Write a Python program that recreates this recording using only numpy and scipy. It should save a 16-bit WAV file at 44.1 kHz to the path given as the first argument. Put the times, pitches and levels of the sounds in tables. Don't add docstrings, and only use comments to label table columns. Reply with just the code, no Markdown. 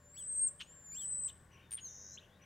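import sys
import numpy as np
from scipy import signal
from scipy.fft import rfft, irfft
from scipy.io import wavfile
from scipy.ndimage import uniform_filter1d

SR = 44100
rng = np.random.default_rng(int(sys.argv[2]) if len(sys.argv) > 2 else 0)


def persist_wave(psi):
    counts = np.round(np.clip(psi, -1, 1) * 32767).astype(np.int16)
    wavfile.write(sys.argv[1], SR, np.atleast_2d(counts).T)


N = 108045
TIME = np.arange(N) / SR

# (time [s], pitch [Hz], level [dB])
HIGH_WHISTLES = [
    [(0, 7320, -75), (.07, 7160, -65.5), (.125, 7440, -62), (.148, 7810, -57.5), (.19, 7800, -49),
     (.22, 8095, -46.5), (.268, 7975, -45.5), (.302, 8400, -39.5), (.345, 8245, -41), (.398, 8340, -34.5),
     (.425, 8480, -32.5), (.458, 8550, -34), (.473, 8420, -31), (.488, 7020, -45)],
    [(.63, 6440, -57.5), (.65, 6700, -80), (.698, 7170, -60), (.735, 7416, -59.5), (.83, 7244, -60),
     (.915, 7040, -49.5), (.974, 7550, -45), (1.014, 7786, -44.5), (1.098, 8100, -40), (1.155, 7970, -38),
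     (1.22, 8110, -41.5), (1.25, 7920, -37), (1.272, 8255, -37.5), (1.283, 7290, -50), (1.3, 7610, -54.5)],
]
# (start [s], end [s], level against the whistle [dB])
WHISTLE_FLUTTERS = [(0.22, 0.274, -25.5), (0.309, 0.406, -19.5), (1.06, 1.086, -27.5)]
# (time [s], pitch [Hz], level [dB])
LOW_VOICE_NOTES = [
    [(.142, 2100, -72), (.162, 2345, -73.5), (.177, 3530, -56.5), (.2, 3315, -61), (.235, 2780, -74)],
    [(.595, 3300, -61), (.611, 3100, -49), (.618, 3500, -50), (.622, 2750, -46), (.627, 3300, -54)],
    [(.918, 2230, -72), (.945, 2420, -68.5), (.975, 3333, -58.5), (.995, 3622, -56.5), (1.025, 3180, -55),
     (1.056, 2774, -76)],
    [(1.279, 2500, -68), (1.289, 3400, -53), (1.295, 4050, -60), (1.302, 3050, -53), (1.312, 2800, -70)],
    [(1.768, 3613, -68), (1.786, 3228, -51), (1.798, 2920, -53)],
    [(1.846, 4050, -68), (1.86, 4310, -65.5), (1.89, 3620, -71.5), (1.96, 3710, -83), (2.12, 3890, -78),
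     (2.162, 4140, -64)],
    [(2.171, 2500, -63), (2.179, 3150, -48), (2.1825, 3350, -61), (2.186, 3450, -48), (2.19, 3600, -61),
     (2.2, 3990, -64)],
]

# (middle [s], half length [s], level [dB], treble change [dB])
RASP_BURSTS = [(0.612, 0.0082, -46.5, -5.5), (1.293, 0.012, -64, -7), (1.788, 0.012, -56, -11)]
# (frequency [Hz], relative level [dB])
RASP_SPECTRUM = [(700, -33.5), (1200, -14), (3000, -2.5), (6500, -11.5), (16000, -37)]

# (start [s], ping strength [dB], tick strength [dB])
RATTLE_PULSES = [(1.7085, -43, -54), (1.7176, -37, -49), (1.7262, -35, -49), (1.7351, -33, -48),
                 (1.7434, -32, -50), (1.7514, -33.5, -58), (1.7695, -42, -70)]
# (frequency [Hz], relative level [dB])
TICK_SPECTRUM = [(900, -39), (1650, -3), (3500, -2), (11000, -1), (15500, -11)]

# (time [s], middle pitch [Hz], level before throat and throb [dB])
TRILL_PATH = [(1.798, 7300, -60), (1.812, 6590, -57), (1.834, 6760, -45.5), (1.86, 6300, -45.5),
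              (1.9, 6234, -53), (2.11, 5760, -53.5), (2.148, 6540, -47.5), (2.168, 6100, -57)]
# (time [s], size [Hz], swings per second [Hz])
TRILL_SWINGS = [(1.87, 0, 140), (1.892, 720, 122), (1.93, 880, 110), (1.98, 900, 98), (2.04, 980, 100),
                (2.095, 1050, 89), (2.15, 1400, 110)]

# (delay [s], relative level [dB])
NEAR_ECHOES = [(.0053, -16.5), (0.016, -16.5)]
# (frequency [Hz], time to fade by 60 dB [s])
SHRUB_FADE = [(1000, 0.5), (8300, 0.44), (14000, 0.1)]

# (start [s], length [s], first pitch [Hz], last pitch [Hz], warble size [Hz], level [dB])
DISTANT_CHIRPS = [(1.5, 0.16, 2563, 2710, 372.5, -68), (1.517, 0.047, 6000, 5680, 2, -72),
                  (1.617, 0.07, 3730, 3570, 4, -75.5), (2.201, 0.062, 2590, 3155, 223, -67),
                  (2.293, 0.094, 3207, 3950, 112, -74.5), (2.391, 0.11, 2404, 2860, 405.5, -70.5),
                  (2.416, 0.032, 5890, 5970, -5, -67.5)]

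# (frequency [Hz], relative level [dB])
ROAR_SPECTRUM = [(28, -28.5), (46, -1), (90, -6), (160, -4.5), (290, -15.5), (520, -15), (850, -21),
                 (1080, -19.5), (1300, -22), (1700, -17.5), (2500, -33), (3510, -35), (6500, -86)]
# (frequency [Hz], left minus right [dB])
TRAFFIC_BALANCE = [(125, 1.2), (350, 3), (1200, 8.2), (5000, 1.2)]
# (time [s], roar change [dB], engine level [dB])
TRAFFIC_SWELL = [(0, -2, -68.5), (0.796, 1.5, -77), (1.15, 2, -66.5), (1.799, 1.5, -68.5),
                 (2.45, 2.5, -72.5)]
# (multiple of its pitch, relative level [dB])
ENGINE_TONES = [(1, 0), (1.5, -4.5), (2, -9)]
# (pitch [Hz], level [dB])
TRAFFIC_WHINES = [(497, -83.5), (579, -82), (1075, -84)]
# (frequency [Hz], relative level [dB])
HISS_SPECTRUM = [(6000, -1.5), (14000, -7)]


def two_voices():
    second_harmonic_db, flutter_hz = -27.5, 1010
    octave_db, throat_hz, throat_width_hz = 2, 5100, 910
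    sum_db, difference_db, upper_db = -13.5, -19, -19
    waver_hz, shimmer = 28.7 * drift(180), amp(0.6 * drift(180))
    flutter_depth = sum(2 * amp(db) * arch(start, end) for start, end, db in WHISTLE_FLUTTERS)
    flutter = flutter_depth * np.sin(2 * np.pi * flutter_hz * TIME)
    out, high, rough_hz = np.zeros(N), np.zeros(N, complex), 100.7 * drift(428)
    for rows in HIGH_WHISTLES:
        hz, level = follow(rows)
        angle = phase(hz + waver_hz) + flutter
        out += level * shimmer * (np.sin(angle) + amp(second_harmonic_db) * np.sin(2 * angle))
        sounding = uniform_filter1d(1. * (level > 0), size=1200)
        high += np.exp(1j * angle) * sounding
    hoarseness = np.exp(1j * .45 * drift(900))
    for rows in LOW_VOICE_NOTES:
        hz, level = follow(rows)
        length_s = rows[-1][0] - rows[0][0]
        if length_s < .05:
            hz = hz + rough_hz
        else:
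            hz = uniform_filter1d(hz, size=600)
        low = np.exp(1j * phase(hz + waver_hz))
        octave = abs(high) * amp(octave_db) / (1 + ((2 * hz - throat_hz) / throat_width_hz) ** 2)
        mixed = high * (amp(sum_db) * low + amp(difference_db) / low)
        mixed += high * amp(upper_db) * (low ** 2 + high / low)
        out += level * (low + (octave * low ** 2 + mixed) * hoarseness).imag
    return out


def rasps():
    pulse_hz, treble_hz = 330, 4270
    pulses = 1 + 0.96 * np.cos(phase(pulse_hz * (1 + 0.362 * drift(pulse_hz))))
    source = unit(pulses * noise(RASP_SPECTRUM))
    body = cut_treble(source, treble_hz, steepness=20)
    out = np.zeros(N)
    for middle, half_length, db, treble_db in RASP_BURSTS:
        distance = ((TIME - middle) / half_length) ** 2
        swell = np.exp(-.5 * distance * (1 + 0.26 * distance))
        out += amp(db) * swell * (body + amp(treble_db) * (source - body))
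    return out


def rattle():
    ping_hz, swoop_hz = 8844, 1220
    ping_rise_s, ping_fall_s, tick_fall_s = .0019, .0021, .00087
    out, crack, rough_hz = np.zeros(N), noise(TICK_SPECTRUM), 89 * drift(330)
    for start, ping_db, tick_db in RATTLE_PULSES:
        age = np.maximum(TIME - start, 0)
        tick = np.exp(-age / tick_fall_s)
        hz = ping_hz + rough_hz + swoop_hz * tick
        ping = (1 - np.exp(-(age / ping_rise_s) ** 2)) * np.exp(-age / ping_fall_s)
        out += amp(ping_db) * ping / ping.max() * np.sin(phase(hz * (age > 0)))
        out += 2 * amp(tick_db) * (age > 0) * tick * crack
    return out


def trill():
    throat_hz, throat_width_hz = 6035, 565
    jitter_hz, throb_db, second_harmonic_db = 151, 5, -31
    middle_hz, level = follow(TRILL_PATH)
    swing_hz, rate_hz = curves(TRILL_SWINGS)
    start, full_swing_hz = TRILL_SWINGS[0][0], TRILL_SWINGS[1][1]
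    cycle = phase(rate_hz * (TIME > start))
    depth = np.minimum(swing_hz / full_swing_hz, 1)
    zigzag = 2 / np.pi * np.arcsin(np.cos(cycle))
    hz = middle_hz + swing_hz * amp(drift(114)) * zigzag + jitter_hz * drift(510) * depth
    throat = 1 / np.sqrt(1 + ((hz - throat_hz) / throat_width_hz) ** 4)
    throb = amp(depth * throb_db * np.cos(cycle))
    angle = phase(hz)
    return level * throb * throat * (np.sin(angle) + amp(second_harmonic_db) * np.sin(2 * angle))


def near_echoes(sound):
    return sum(amp(db) * np.pad(sound, (round(delay * SR), 0))[:N] for delay, db in NEAR_ECHOES)


def shrubs(sound, width=0.27, bounces_per_s=3000, gap_s=.006):
    bounces = rng.standard_normal((2, SR)) * (rng.random((2, SR)) < bounces_per_s / SR)
    bounces *= np.arange(SR) > gap_s * SR
    hz, age, spectrum = signal.stft(bounces, SR, nperseg=256)
    fade = amp(-60 * age / read(SHRUB_FADE, hz)[:, None])
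    tail = signal.istft(spectrum * fade, SR, nperseg=256)[1]
    middle, side = signal.fftconvolve(sound[None], tail / np.linalg.norm(tail[0]), axes=1)[:, :N]
    return np.array([middle + width * side, middle - width * side])


def far_birds(warble_rate_hz=65.8):
    out, waver = np.zeros(N), drift(616)
    for start, length, first_hz, last_hz, warble_hz, db in DISTANT_CHIRPS:
        hz = np.interp(TIME, [start, start + length], [first_hz, last_hz])
        hz += warble_hz * np.sin(2 * np.pi * warble_rate_hz * (TIME - start))
        hz += waver * (25 + .45 * warble_hz)
        out += np.sqrt(2) * amp(db) * arch(start, start + length) * np.sin(phase(hz))
    return out


def traffic(roar_db=-66.5, likeness=.96, patch_db=2.2, engine_hz=80.9):
    frames, hz = N // 512 + 5, np.fft.rfftfreq(2048, 1 / SR)
    draws = rng.standard_normal((5, frames, len(hz)))
    left, separate = draws[0] + 1j * draws[1], draws[2] + 1j * draws[3]
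    right = likeness * left + np.sqrt(1 - likeness ** 2) * separate
    patches = unit(uniform_filter1d(uniform_filter1d(draws[4], size=120, axis=0), size=3, axis=1))
    lean = amp(read(TRAFFIC_BALANCE, hz) / 2)
    spectrum = np.array([left * lean, right / lean]) * amp(read(ROAR_SPECTRUM, hz) + patch_db * patches)
    roar = signal.istft(spectrum, nperseg=2048, noverlap=1536, time_axis=-2, freq_axis=-1)[1][:, :N]
    engine = sum(amp(db) * np.sin(phase(multiple * (engine_hz + 1.6 * drift(6.8))))
                 for multiple, db in ENGINE_TONES)
    swell_db, engine_db = curves(TRAFFIC_SWELL)
    return unit(roar) * amp(roar_db + swell_db) + np.sqrt(2) * engine * amp(engine_db)


def traffic_whines():
    out = np.zeros((2, N))
    for hz, db in TRAFFIC_WHINES:
        lean_db = np.array([[.5], [-.5]]) * read(TRAFFIC_BALANCE, hz)
        out += np.sqrt(2) * amp(db + lean_db) * drift(5.3) * np.sin(phase(hz + 1.6 * drift(5.5)))
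    return out


def hiss():
    shared, left, right = [noise(HISS_SPECTRUM) for _ in range(3)]
    return amp(-79) * (shared + .5 * np.array([left, right]))


def amp(db):
    return 10 ** (np.asarray(db) / 20)


def unit(x):
    return x / np.sqrt(np.mean(x ** 2) + 1e-20)


def read(table, hz):
    table_hz, values = np.transpose(table)
    return np.interp(np.log(hz + 1), np.log(table_hz + 1), values)


def noise(spectrum):
    gain = amp(read(spectrum, np.fft.rfftfreq(N, 1 / SR)))
    return unit(irfft(rfft(rng.standard_normal(N)) * gain, N))


def cut_treble(x, hz, steepness):
    return irfft(rfft(x) / (1 + (np.fft.rfftfreq(N, 1 / SR) / hz) ** steepness), N)


def drift(rate_hz):
    return unit(cut_treble(rng.standard_normal(N), rate_hz, steepness=4))


def phase(hz):
    return 2 * np.pi * np.cumsum(hz) / SR


def curves(rows):
    times, *columns = np.transpose(rows)
    return [np.interp(TIME, times, column) for column in columns]


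def follow(rows, edge_s=0.00082):
    hz, db = curves(rows)
    inside_s = np.minimum(TIME - rows[0][0], rows[-1][0] - TIME)
    fade = np.sin(np.pi / 2 * np.clip(inside_s / edge_s, 0, 1)) ** 2
    return hz, np.sqrt(2) * fade * amp(db)


def arch(start, end):
    return np.sqrt(abs(np.sin(np.pi * np.clip((TIME - start) / (end - start), 0, 1))))


def scene():
    singer, far = two_voices() + rasps() + rattle() + trill(), far_birds()
    scattered = shrubs(amp(-18.5) * singer + amp(-9) * far)
    birds = singer + far + near_echoes(singer + far) + scattered
    lean_left = amp([[1], [-1]])
    return (birds + hiss()) * lean_left + traffic() + traffic_whines()


def record(dry):
    top_hz = 15850
    treble_filter = signal.firwin(511, top_hz, window=("kaiser", 9), fs=SR)
    return signal.oaconvolve(dry, treble_filter[None], "same")


dry = scene()
out = record(dry)
persist_wave(out)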